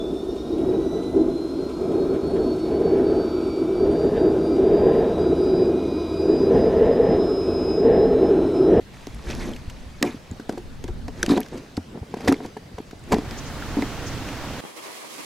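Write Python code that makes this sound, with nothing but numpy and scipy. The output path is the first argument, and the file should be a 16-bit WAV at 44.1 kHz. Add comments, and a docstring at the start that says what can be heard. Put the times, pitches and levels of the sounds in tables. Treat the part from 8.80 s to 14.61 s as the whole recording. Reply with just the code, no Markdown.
"""On the hollow plastic deck of a small boat, a fish is cut close to the microphone.
Still marsh air and buffeting wind are shaped noise; near the end a louder wash of water along the hull
rises, as if moving through lily pads, with a few soft treble rustles. The knife and hands rub (noise through
the deck and a wet rasp), crackle (tiny snaps), tick (short rings and cracks) and thump (ringing deck modes)."""
import sys
import numpy as np
from scipy import signal
from scipy.fft import rfft, irfft
from scipy.io import wavfile
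from scipy.ndimage import uniform_filter1d

SR = 44100
rng = np.random.default_rng(int(sys.argv[2]) if len(sys.argv) > 2 else 0)


def output_pcm(signal):
    """Save a mono or channel-first signal as 16-bit PCM at the path in sys.argv[1].

    Samples are clipped to [-1, 1] before scaling.
    """
    pcm = np.clip(np.atleast_2d(signal).T, -1, 1) * 32767
    wavfile.write(sys.argv[1], SR, np.round(pcm).astype(np.int16))


def natural_amplitude(level_db):
    """Convert a level in decibels to a linear amplitude factor, elementwise."""
    exponent = np.asarray(level_db, float) / 20
    return 10 ** exponent


N = 256072  # length in samples


def evened(x):
    """Scales a sound to rms 1."""
    return x / np.sqrt(np.mean(x ** 2) + 1e-20)


def read(points, hz):
    """Reads a curve of (Hz, value) points on a log-frequency axis."""
    f, value = np.transpose(points)
    return np.interp(np.log(hz + 1), np.log(f + 1), value)


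def level(rows):
    """Gain over time from rows of (seconds, dB); nearly silent outside the rows."""
    rows = np.asarray(rows)
    return natural_amplitude(np.interp(np.arange(N) / SR, rows[:, 0], rows[:, 1], -120, -120))


def add(mix, s, sound):
    """Mixes a sound in at time s, in seconds."""
    part = mix[round(s * SR):][:len(sound)]
    part += sound[:len(part)]


def coloured(x, spectrum):
    """Filters x by a spectrum in dB."""
    hz = np.fft.rfftfreq(x.shape[-1], 1 / SR)
    return irfft(rfft(x) * natural_amplitude(read(spectrum, hz)), x.shape[-1])


def noise(spectrum, same, patchy_db, lean=((1, 0), (2, 0)), size=1024):
    """Two channels of random short-time spectra, louder and softer in drifting patches."""
    hz = np.fft.rfftfreq(size, 1 / SR)
    a, b, c, d, patches = rng.standard_normal((4 * N // size + 5, len(hz), 5)).T
    patches = uniform_filter1d(patches, size=8, axis=0)
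    patches = evened(uniform_filter1d(patches, size=8, axis=1))
    like = np.clip(read(same, hz), -1, 1)[:, None]
    left = a + 1j * b
    right = like * left + np.sqrt(1 - like ** 2) * (c + 1j * d)
    tilt = read(lean, hz) / 2  # half the left-right difference goes to each channel
    z = np.array([left, right]) * natural_amplitude(read(spectrum, hz)[:, None] + patchy_db * patches)
    z *= natural_amplitude([tilt, -tilt])[:, :, None]
    return evened(signal.istft(z, nperseg=size, noverlap=3 * size // 4)[1][:, :N])


# Colour of the still marsh. Each row: frequency in Hz, relative level in dB per Hz.
AIR_COLOUR = [(59, -17.5), (100, -5.5), (141, -8.5), (360, -15.5), (589, -18.5), (1000, -24.5), (4880, -32),
              (12800, -47), (15500, -50), (16500, -69)]
# How alike left and right are. Each row: frequency in Hz, likeness from 0 to 1.
AIR_LIKENESS = [(60, 0.96), (240, 1), (950, 0.22), (3770, 0.52), (15000, 0.37)]


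def marsh_air():
    """Steady, faint noise of the open air, more alike in both channels at low pitches."""
    return natural_amplitude(-44.5) * noise(AIR_COLOUR, AIR_LIKENESS, patchy_db=2.0)


# Strength of the wind. Each row: time in seconds, level in dB.
GUSTS = [(0.0, -46), (0.34, -44), (0.55, -30.5), (0.92, -39.5), (1.62, -50), (1.96, -32.5), (2.42, -37),
         (2.83, -62), (3.43, -59), (3.7, -62), (3.95, -68), (4.3, -39.5), (4.45, -35.5), (4.77, -40),
         (5.06, -38), (5.71, -41.5), (5.81, -38)]
# Colour of the wind. Each row: frequency in Hz, relative level in dB per Hz.
WIND_COLOUR = [(8.8, -44), (15, 1), (49, -4), (161, -14), (198, -18), (231, -9.5), (260, -14.5), (340, -46),
               (570, -120)]


def wind():
    """Wind buffets the microphone ports: low noise that swells and sinks with the gusts."""
    likeness = [(30, 0.6), (120, 0.67)]  # (Hz, left-right likeness)
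    return level(GUSTS) * noise(WIND_COLOUR, likeness, patchy_db=2.0, size=2048)


# Colour of the water. Each row: frequency in Hz, relative level in dB per Hz.
WASH_COLOUR = [(35, -37), (60, -9.5), (96, 1.5), (190, -9.5), (283, -3.5), (375, -11.5), (1370, -15.5),
               (6150, -26.5), (9840, -35.5), (15400, -38.5), (16500, -53)]
# Loudness of the water. Each row: time in seconds, level in dB.
WASH_LEVEL = [(4.2, -54), (4.338, -46), (4.508, -36), (5.036, -32.5), (5.81, -32.5)]
# How alike left and right are. Each row: frequency in Hz, likeness from 0 to 1.
WASH_LIKENESS = [(60, 1), (180, 0.99), (550, 0.99), (1650, 0.93), (4970, 0.13), (15000, 0.033)]
# Balance of the two sides. Each row: frequency in Hz, left minus right in dB.
WASH_LEAN = [(60, -8), (240, -2), (950, -1.5), (3770, -0.5), (15000, -2.5)]


def wash():
    """Water runs along the hull: wide, fairly even noise that rises near the end."""
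    return level(WASH_LEVEL) * noise(WASH_COLOUR, WASH_LIKENESS, patchy_db=0.7, lean=WASH_LEAN)


# Brief treble rustles over the water. Each row: start in seconds, level at the peak in dB, length in seconds.
RUSTLES = [(4.568, -40, 0.039), (4.647, -44.5, 0.05), (5.255, -38, 0.046), (5.306, -46, 0.047)]


def rustles():
    """Soft bell-shaped swells of noise in a narrow treble band."""
    band = signal.butter(2, [5200, 6900], "bandpass", fs=SR, output="sos")
    hiss = evened(signal.sosfilt(band, rng.standard_normal((2, N))))
    t = np.arange(N) / SR
    swells = sum(natural_amplitude(db) * np.exp(-(2 * (t - s) / length - 1) ** 2 * 2) for s, db, length in RUSTLES)
    return hiss * swells


# Modes (natural pitches) of the deck. Each row: frequency in Hz, relative level in dB,
# basic time in seconds to die away by 60 dB, before the factor given to ring().
DECK_MODES = [(54.7, -12.5, 0.23), (70, -17, 0.42), (88, 7, 0.13), (202, -25, 0.28), (236.2, -14, 0.32),
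              (277.7, 0, 0.15), (355, 5, 0.15), (431, -1, 0.14), (465, 8, 0.028), (568, 1.5, 0.04),
              (731, 0.5, 0.078), (819.5, -9, 0.1), (934, -5, 0.077), (1013, -6.5, 0.045), (1125, 8, 0.011),
              (1590, -8, 0.036), (1950, -3.5, 0.02)]


def ring(weight_db, factor, signs, hand=0):
    """The deck modes die away after one blow; the hand share of the decay comes late and fast."""
    hz, db, t60 = np.transpose(DECK_MODES)[:, :, None]
    t = np.arange(SR // 4) / SR
    age = t / (t60 * factor)
    fall_db = 60 * ((1 - hand) * age + hand * (age / 0.42) ** 2)
    modes = signs * natural_amplitude(db + weight_db - fall_db) * np.sin(2 * np.pi * hz * t)
    return modes.sum(0)


def stroke(start, hardest, end, ends_db):
    """Gain of one slide: rounded at its hardest moment, falling to both ends, silent outside."""
    away = np.interp(np.arange(N) / SR, [start, hardest, end], [1, 0, 1], np.inf, np.inf)
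    return natural_amplitude(ends_db * away ** 1.16)


# Colour of the wet rasp. Each row: frequency in Hz, relative level in dB per Hz.
RASP_COLOUR = [(500, -6), (900, -1), (1350, -6), (1850, -3), (2100, -8), (2400, -4.5), (2800, -11),
               (3800, -9), (4800, -12), (6300, -13), (8000, -18.5), (12000, -26), (16000, -53)]
# Fish and hands sliding. Each row: start, hardest moment and end in seconds,
# then level through the deck and level of the wet rasp in air, both in dB.
STROKES = [(0.087, 0.14, 3.5, -69, -51), (0.417, 0.509, 0.63, -30.5, -39.5),
           (0.554, 0.62, 0.8, -35.5, -40.5), (0.613, 0.7, 0.76, -32.5, -66),
           (1.228, 1.25, 1.38, -30.5, -38.5), (1.692, 1.691, 1.8, -34.5, -54),
           (2.306, 2.414, 2.93, -39, -45.5), (2.428, 2.441, 2.48, -28.5, -52),
           (2.483, 2.51, 2.56, -23, -30), (2.55, 2.578, 2.586, -18.5, -34), (2.713, 2.739, 2.89, -32, -51),
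           (3.118, 3.148, 3.215, -34, -73), (3.257, 3.487, 3.7, -30.5, -43),
           (3.475, 3.484, 3.512, -26, -28.5), (3.613, 3.642, 3.71, -36, -45.5),
           (4.263, 4.325, 4.54, -30, -40), (4.315, 4.322, 4.32, -16, -30)]
DECK_ENDS_DB, RASP_ENDS_DB = -19.5, -23  # both ends of a stroke, against its hardest moment


def rubbing():
    """Uneven slips shake the deck; the rasp flickers in patches as scales catch."""
    jolts = np.minimum(rng.exponential(1, (2, N // 128 + 1)), 3)
    grip_db = 3.3 * jolts.repeat(128, 1)[:, :N]
    # sliding barely moves the whole hull, so the lowest modes stay weak
    slide_colour = [(100, -35), (200, 15.0), (450, 8.5), (1000, -16.0)]
    upper_db = read(slide_colour, np.array(DECK_MODES)[:, :1])
    slips = rng.standard_normal(N) * natural_amplitude(grip_db[0])
    body = evened(signal.oaconvolve(slips, ring(upper_db, 0.34, 1))[:N])
    rasp = noise(RASP_COLOUR, AIR_LIKENESS, patchy_db=2.2, size=256)[0]
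    rasp = evened(rasp * natural_amplitude(0.4 * grip_db[1]))
    out = np.zeros(N)
    for *times, deck_db, rasp_db in STROKES:
        out += natural_amplitude(deck_db) * stroke(*times, DECK_ENDS_DB) * body
        out += natural_amplitude(rasp_db) * stroke(*times, RASP_ENDS_DB) * rasp
    return out


# Bands of the wet snaps. Each entry: centre frequency in Hz.
SNAP_BANDS = (1100, 1850, 2100, 2450, 3800, 4700, 6300, 11500)


def crackle():
    """Scales catch during the strokes: tiny snaps in narrow bands, following the rasp's level."""
    snaps_per_s, snaps_db = 300, -3  # rate over all bands together; level against the rasp
    busy = sum(natural_amplitude(rasp_db) * stroke(*times, RASP_ENDS_DB) for *times, _, rasp_db in STROKES)
    out = np.zeros(N)
    for hz in SNAP_BANDS:
        when = rng.random(N) < snaps_per_s / len(SNAP_BANDS) / SR
        spread_db = 1.55 * np.minimum(rng.exponential(1, N), 2)
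        sizes = when * natural_amplitude(snaps_db + 0.43 * read(RASP_COLOUR, hz) + spread_db)
        swells = signal.oaconvolve(sizes, signal.windows.hann(200))[:N]
        band = signal.butter(2, [0.9 * hz, 1.1 * hz], "bandpass", fs=SR, output="sos")
        out += swells * evened(signal.sosfilt(band, rng.standard_normal(N)))
    return busy * out


# Colour of a click's crack. Each row: frequency in Hz, relative level in dB per Hz.
CRACK_COLOUR = [(590, -61.5), (1000, 0), (1780, 4.5), (5050, 1), (7610, -2.5), (9290, -11.5), (11000, -9),
                (15500, -20), (16800, -60)]
# Blade, scales and bones clicking. Each row: start in seconds, peak level in dB, pitch of the ring in Hz,
# share of ring against crack from 0 to 1, time in seconds for the click's envelope to fall by 60 dB.
TICKS = [(0.2682, -28, 5600, 0.43, 0.02), (0.345, -38, 10500, 0.37, 0.019), (0.5, -25, 2440, 0.38, 0.03),
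         (0.507, -26, 5850, 0.44, 0.039), (0.55, -26, 5500, 0.2, 0.0058), (0.604, -35, 1960, 0.8, 0.26),
         (0.734, -32.5, 3130, 0.65, 0.021), (0.761, -32, 2600, 0.4, 0.0294),
         (0.8962, -31.5, 2860, 0.3, 0.032), (1.2258, -5, 7980, 0.23, 0.012),
         (1.2265, -13, 1720, 0.5, 0.021), (1.243, -31.5, 2410, 0.9, 0.3), (1.512, -33, 7160, 0.72, 0.016),
         (1.598, -33.5, 1590, 0.56, 0.02), (1.6925, -27.5, 1490, 0.52, 0.03),
         (1.724, -35, 9150, 0.23, 0.02), (1.776, -35, 1860, 0, 0.035), (2.039, -28.5, 3220, 0.2, 0.024),
         (2.076, -32, 1410, 0.35, 0.063), (2.279, -29.5, 1800, 0.34, 0.028),
         (2.428, -9.5, 6090, 0.57, 0.02), (2.4284, -21, 9570, 0.84, 0.0082),
         (2.4289, -8.5, 1564, 0.78, 0.017), (2.4618, -17, 4500, 0.24, 0.011), (2.488, -17, 1010, 0.9, 0.1),
         (2.489, -22.5, 3800, 0.4, 0.04), (2.503, -23, 3880, 0.66, 0.081), (2.556, -31, 3860, 0.7, 0.04),
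         (2.574, -25, 3440, 0.43, 0.025), (2.6033, -24, 11620, 0.52, 0.015),
         (2.6128, -30, 1950, 0.7, 0.024), (2.63, -29, 3180, 0.37, 0.017), (2.661, -36, 1690, 0.5, 0.02),
         (2.684, -34.5, 4900, 0, 0.015), (2.772, -35, 4560, 0.05, 0.043), (2.9676, -25, 4280, 0.5, 0.017),
         (2.971, -27.5, 1400, 0.4, 0.027), (3.3402, -29.5, 1650, 0.44, 0.026),
         (3.3693, -35, 1630, 0.37, 0.03), (3.4057, -31.5, 2070, 0.34, 0.021),
         (3.4466, -29.5, 4350, 0.45, 0.025), (3.4742, -17, 1390, 0, 0.047),
         (3.4804, -10, 1780, 0.67, 0.024), (3.48, -18, 3750, 0.72, 0.035), (3.491, -33.5, 3260, 0.6, 0.038),
         (3.5227, -15, 1180, 0.44, 0.026), (3.5234, -20.5, 10300, 0.6, 0.0074),
         (3.541, -27, 2160, 0.6, 0.016), (3.543, -33, 4400, 0.8, 0.016), (3.5655, -40, 3400, 0.6, 0.018),
         (3.659, -33.5, 11000, 0.14, 0.025), (3.7678, -35, 1800, 0.5, 0.039),
         (3.983, -34, 2040, 0.2, 0.025), (4.015, -48, 11500, 0.6, 0.012),
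         (4.1088, -35.5, 1540, 0.35, 0.026), (4.1934, -44, 8600, 0.7, 0.014),
         (4.2378, -41, 8000, 0.5, 0.012), (4.32, -13, 2260, 0.38, 0.037), (4.327, -12.5, 1054, 0.66, 0.038),
         (4.341, -21, 1950, 0.3, 0.025), (4.383, -28, 1950, 0, 0.015), (4.508, -25.5, 4860, 0.24, 0.028),
         (4.821, -26.5, 1410, 0.95, 0.036), (5.0207, -20, 2080, 0.5, 0.022),
         (5.4857, -25, 2380, 0.45, 0.029)]


def ticks():
    """Each click is a burst of wide crack plus a short ring of its own pitch."""
    clean_s = 0.06  # from this fall time on, the ring is all fuzzy
    out, t = np.zeros(N), np.arange(4096) / SR
    bursts = rng.standard_normal((len(TICKS), 2, len(t)))
    for (s, db, hz, share, t60), burst in zip(TICKS, bursts):
        shape = natural_amplitude(-60 * t / t60) * np.minimum(t / (0.074 * t60), 1) ** 2
        r = np.exp(-np.pi * (300 + 0.074 * hz) / SR)  # higher rings are wider
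        poles = [1, -2 * r * np.cos(2 * np.pi * hz / SR), r * r]
        fuzzy = signal.lfilter([1, 0, -1], poles, burst[0] * shape ** 2)
        fuzzy = signal.lfilter([1, 0, -1], poles, fuzzy)
        # one short tap rings clean, a longer contact is a chain of slips
        fuzz = 1 - share ** 2 * (1 - min(t60 / clean_s, 1) ** 2)
        clean = shape * np.sin(2 * np.pi * hz * t)
        tone = fuzz * fuzzy / abs(fuzzy).max() + (1 - fuzz) * clean
        # the contact chatters from millisecond to millisecond
        rattle = natural_amplitude(2.7 * burst[0, :len(t) // 64].repeat(64))
        crack = coloured(burst[1], CRACK_COLOUR) * shape * rattle
        click = share * tone / abs(tone).max() + (1 - share) * crack / abs(crack).max()
        add(out, s, natural_amplitude(db) * click / abs(click).max())
    return out


# Blows on the deck; the lowest rock the whole hull. Each row: start in seconds, peak level of the boom in dB,
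# frequency in Hz of the mode nearest the struck spot, hardness (peak of the upper modes against the boom)
# in dB, factor on how long the deck rings.
THUMPS = [(0.27, -27, 288, -3, 0.45), (0.333, -28, 57.3, -27, 1.3), (0.462, -26, 46, -16, 0.58),
          (0.877, -21, 46, -44, 0.13), (1.059, -29, 70, -26, 0.74), (1.214, -21.5, 272, -10, 0.5),
          (1.2269, -10.5, 278, -10, 0.46), (1.237, -22.5, 347, 7.5, 1.85), (1.251, -17, 223, -9, 0.56),
          (1.275, -22, 240, -10, 0.66), (1.343, -26.5, 286, -30, 0.42), (1.506, -25, 88, -20, 0.86),
          (1.516, -25, 194, -29, 0.32), (1.596, -25.5, 247, -7.5, 0.41), (1.693, -16.5, 275, -1.5, 0.25),
          (1.731, -28, 240, -6, 0.79), (1.775, -27.5, 381, 2, 0.89), (2.04, -26.5, 297, -2, 0.62),
          (2.084, -28.5, 366, -3.5, 0.86), (2.089, -26, 54, -8, 0.49), (2.228, -29, 46.4, -22, 0.61),
          (2.282, -26, 266, -1, 0.44), (2.432, -25, 365, -14, 0.3), (2.48, -14.5, 234, -12, 0.66),
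          (2.499, -9.5, 268, -18, 0.93), (2.516, -6.5, 272, -13, 0.45), (2.535, -14.5, 250, -3.5, 0.7),
          (2.575, -18, 238, 4.5, 0.89), (2.598, -24.5, 253, -1.5, 0.83), (2.73, -36, 278, 7, 0.23),
          (2.755, -33.5, 315, 3, 0.74), (2.969, -28, 90, -20, 1.6), (2.976, -15, 252, -10.5, 0.4),
          (3.173, -27, 200, -5.5, 0.33), (3.213, -23, 94, -30, 0.6), (3.228, -31.5, 172, 1.5, 0.34),
          (3.34, -24, 228, 8, 0.17), (3.368, -28.5, 251, 1.5, 0.23), (3.405, -27, 355, -1, 0.23),
          (3.475, -22.5, 347, 12.5, 1.6), (3.476, -19.5, 86, -30, 0.84), (3.487, -6.5, 275, -21, 0.67),
          (3.5165, -10, 277, -6, 0.71), (3.528, -12, 285, -10, 0.28), (3.604, -30, 272, 3.5, 0.32),
          (3.648, -30, 253, -1, 0.6), (3.767, -27.5, 245, 5.5, 0.36), (3.941, -30.5, 70, -30, 0.13),
          (3.982, -32, 173, 7.5, 0.39), (4.001, -23, 272, -12, 0.21), (4.13, -28.5, 262, -7.5, 0.22),
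          (4.321, -18.5, 62.3, -45, 0.74), (4.3193, -15, 280, 7, 1.55), (4.326, -14.5, 350, 1, 0.78),
          (4.335, -6, 232, -5, 0.31), (4.346, -11.5, 270, -7, 0.29), (4.364, -19.5, 350, -1, 0.33),
          (4.3842, -14, 274, -6.5, 0.36), (4.512, -31, 236, -1, 0.58), (4.969, -13.5, 242.5, -14.5, 0.99),
          (4.986, -24, 259, 1.5, 0.65), (5.023, -16, 263, -4.5, 0.56)]


def thumps():
    """A blow favours the low mode near its spot; a hard blow also wakes the upper modes."""
    press_cycles = 0.62  # a blow swells in over this many cycles of its mode
    hand = 0.55  # share of a boom's decay that comes late and fast, as flesh settles on the deck
    out, t = np.zeros(N), np.arange(SR // 4) / SR
    hz = np.array(DECK_MODES)[:, :1]
    low = hz < 400
    signs = rng.choice([-1., 1.], (len(THUMPS), len(DECK_MODES), 1))
    for (s, db, spot_hz, hard_db, factor), sign in zip(THUMPS, signs):
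        # flesh and plastic yield, so the ring swells in
        press = 1 - np.exp(-(t / (press_cycles / spot_hz)) ** 2)
        near_spot_db = np.where(low, -45 * abs(np.log2(hz / spot_hz)), -200)
        boom = press * ring(near_spot_db, factor, 1, hand)
        clack = np.sqrt(press) * ring(np.where(low, -200, 0), factor, sign)
        add(out, s, natural_amplitude(db) * boom / abs(boom).max())
        add(out, s, natural_amplitude(db + hard_db) * clack / abs(clack).max())
    return out


# Stereo difference of near sounds. Each row: frequency in Hz, side against middle in dB.
PORT_SIDE = [(60, -35), (180, -34), (550, -14), (1650, -14), (4970, -18.5), (15000, -10)]


def ports(near):
    """Near sounds reach the two ports almost alike; the difference is a short scattered echo."""
    t = np.arange(1024) / SR
    scatter = rng.standard_normal(1024) * natural_amplitude(-60 * t / 0.014)  # falls 60 dB in 14 ms
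    echo = signal.oaconvolve(near, scatter / np.linalg.norm(scatter))[:N]
    side = coloured(echo, PORT_SIDE)
    return np.array([near + side, near - side])


def scene():
    """Marsh air, wind, water and rustles behind the work on the deck."""
    background = marsh_air() + wind() + wash() + rustles()
    deck_work = rubbing() + crackle() + ticks() + thumps()
    return background + ports(deck_work)


def band_limit(x):
    """A steep low-pass at the top of the band."""
    return signal.sosfilt(signal.butter(12, 16800, fs=SR, output="sos"), x)


def record(dry):
    """Passes on the finished mix as it is heard."""
    return band_limit(dry)


dry = scene()
out = record(dry)
output_pcm(out)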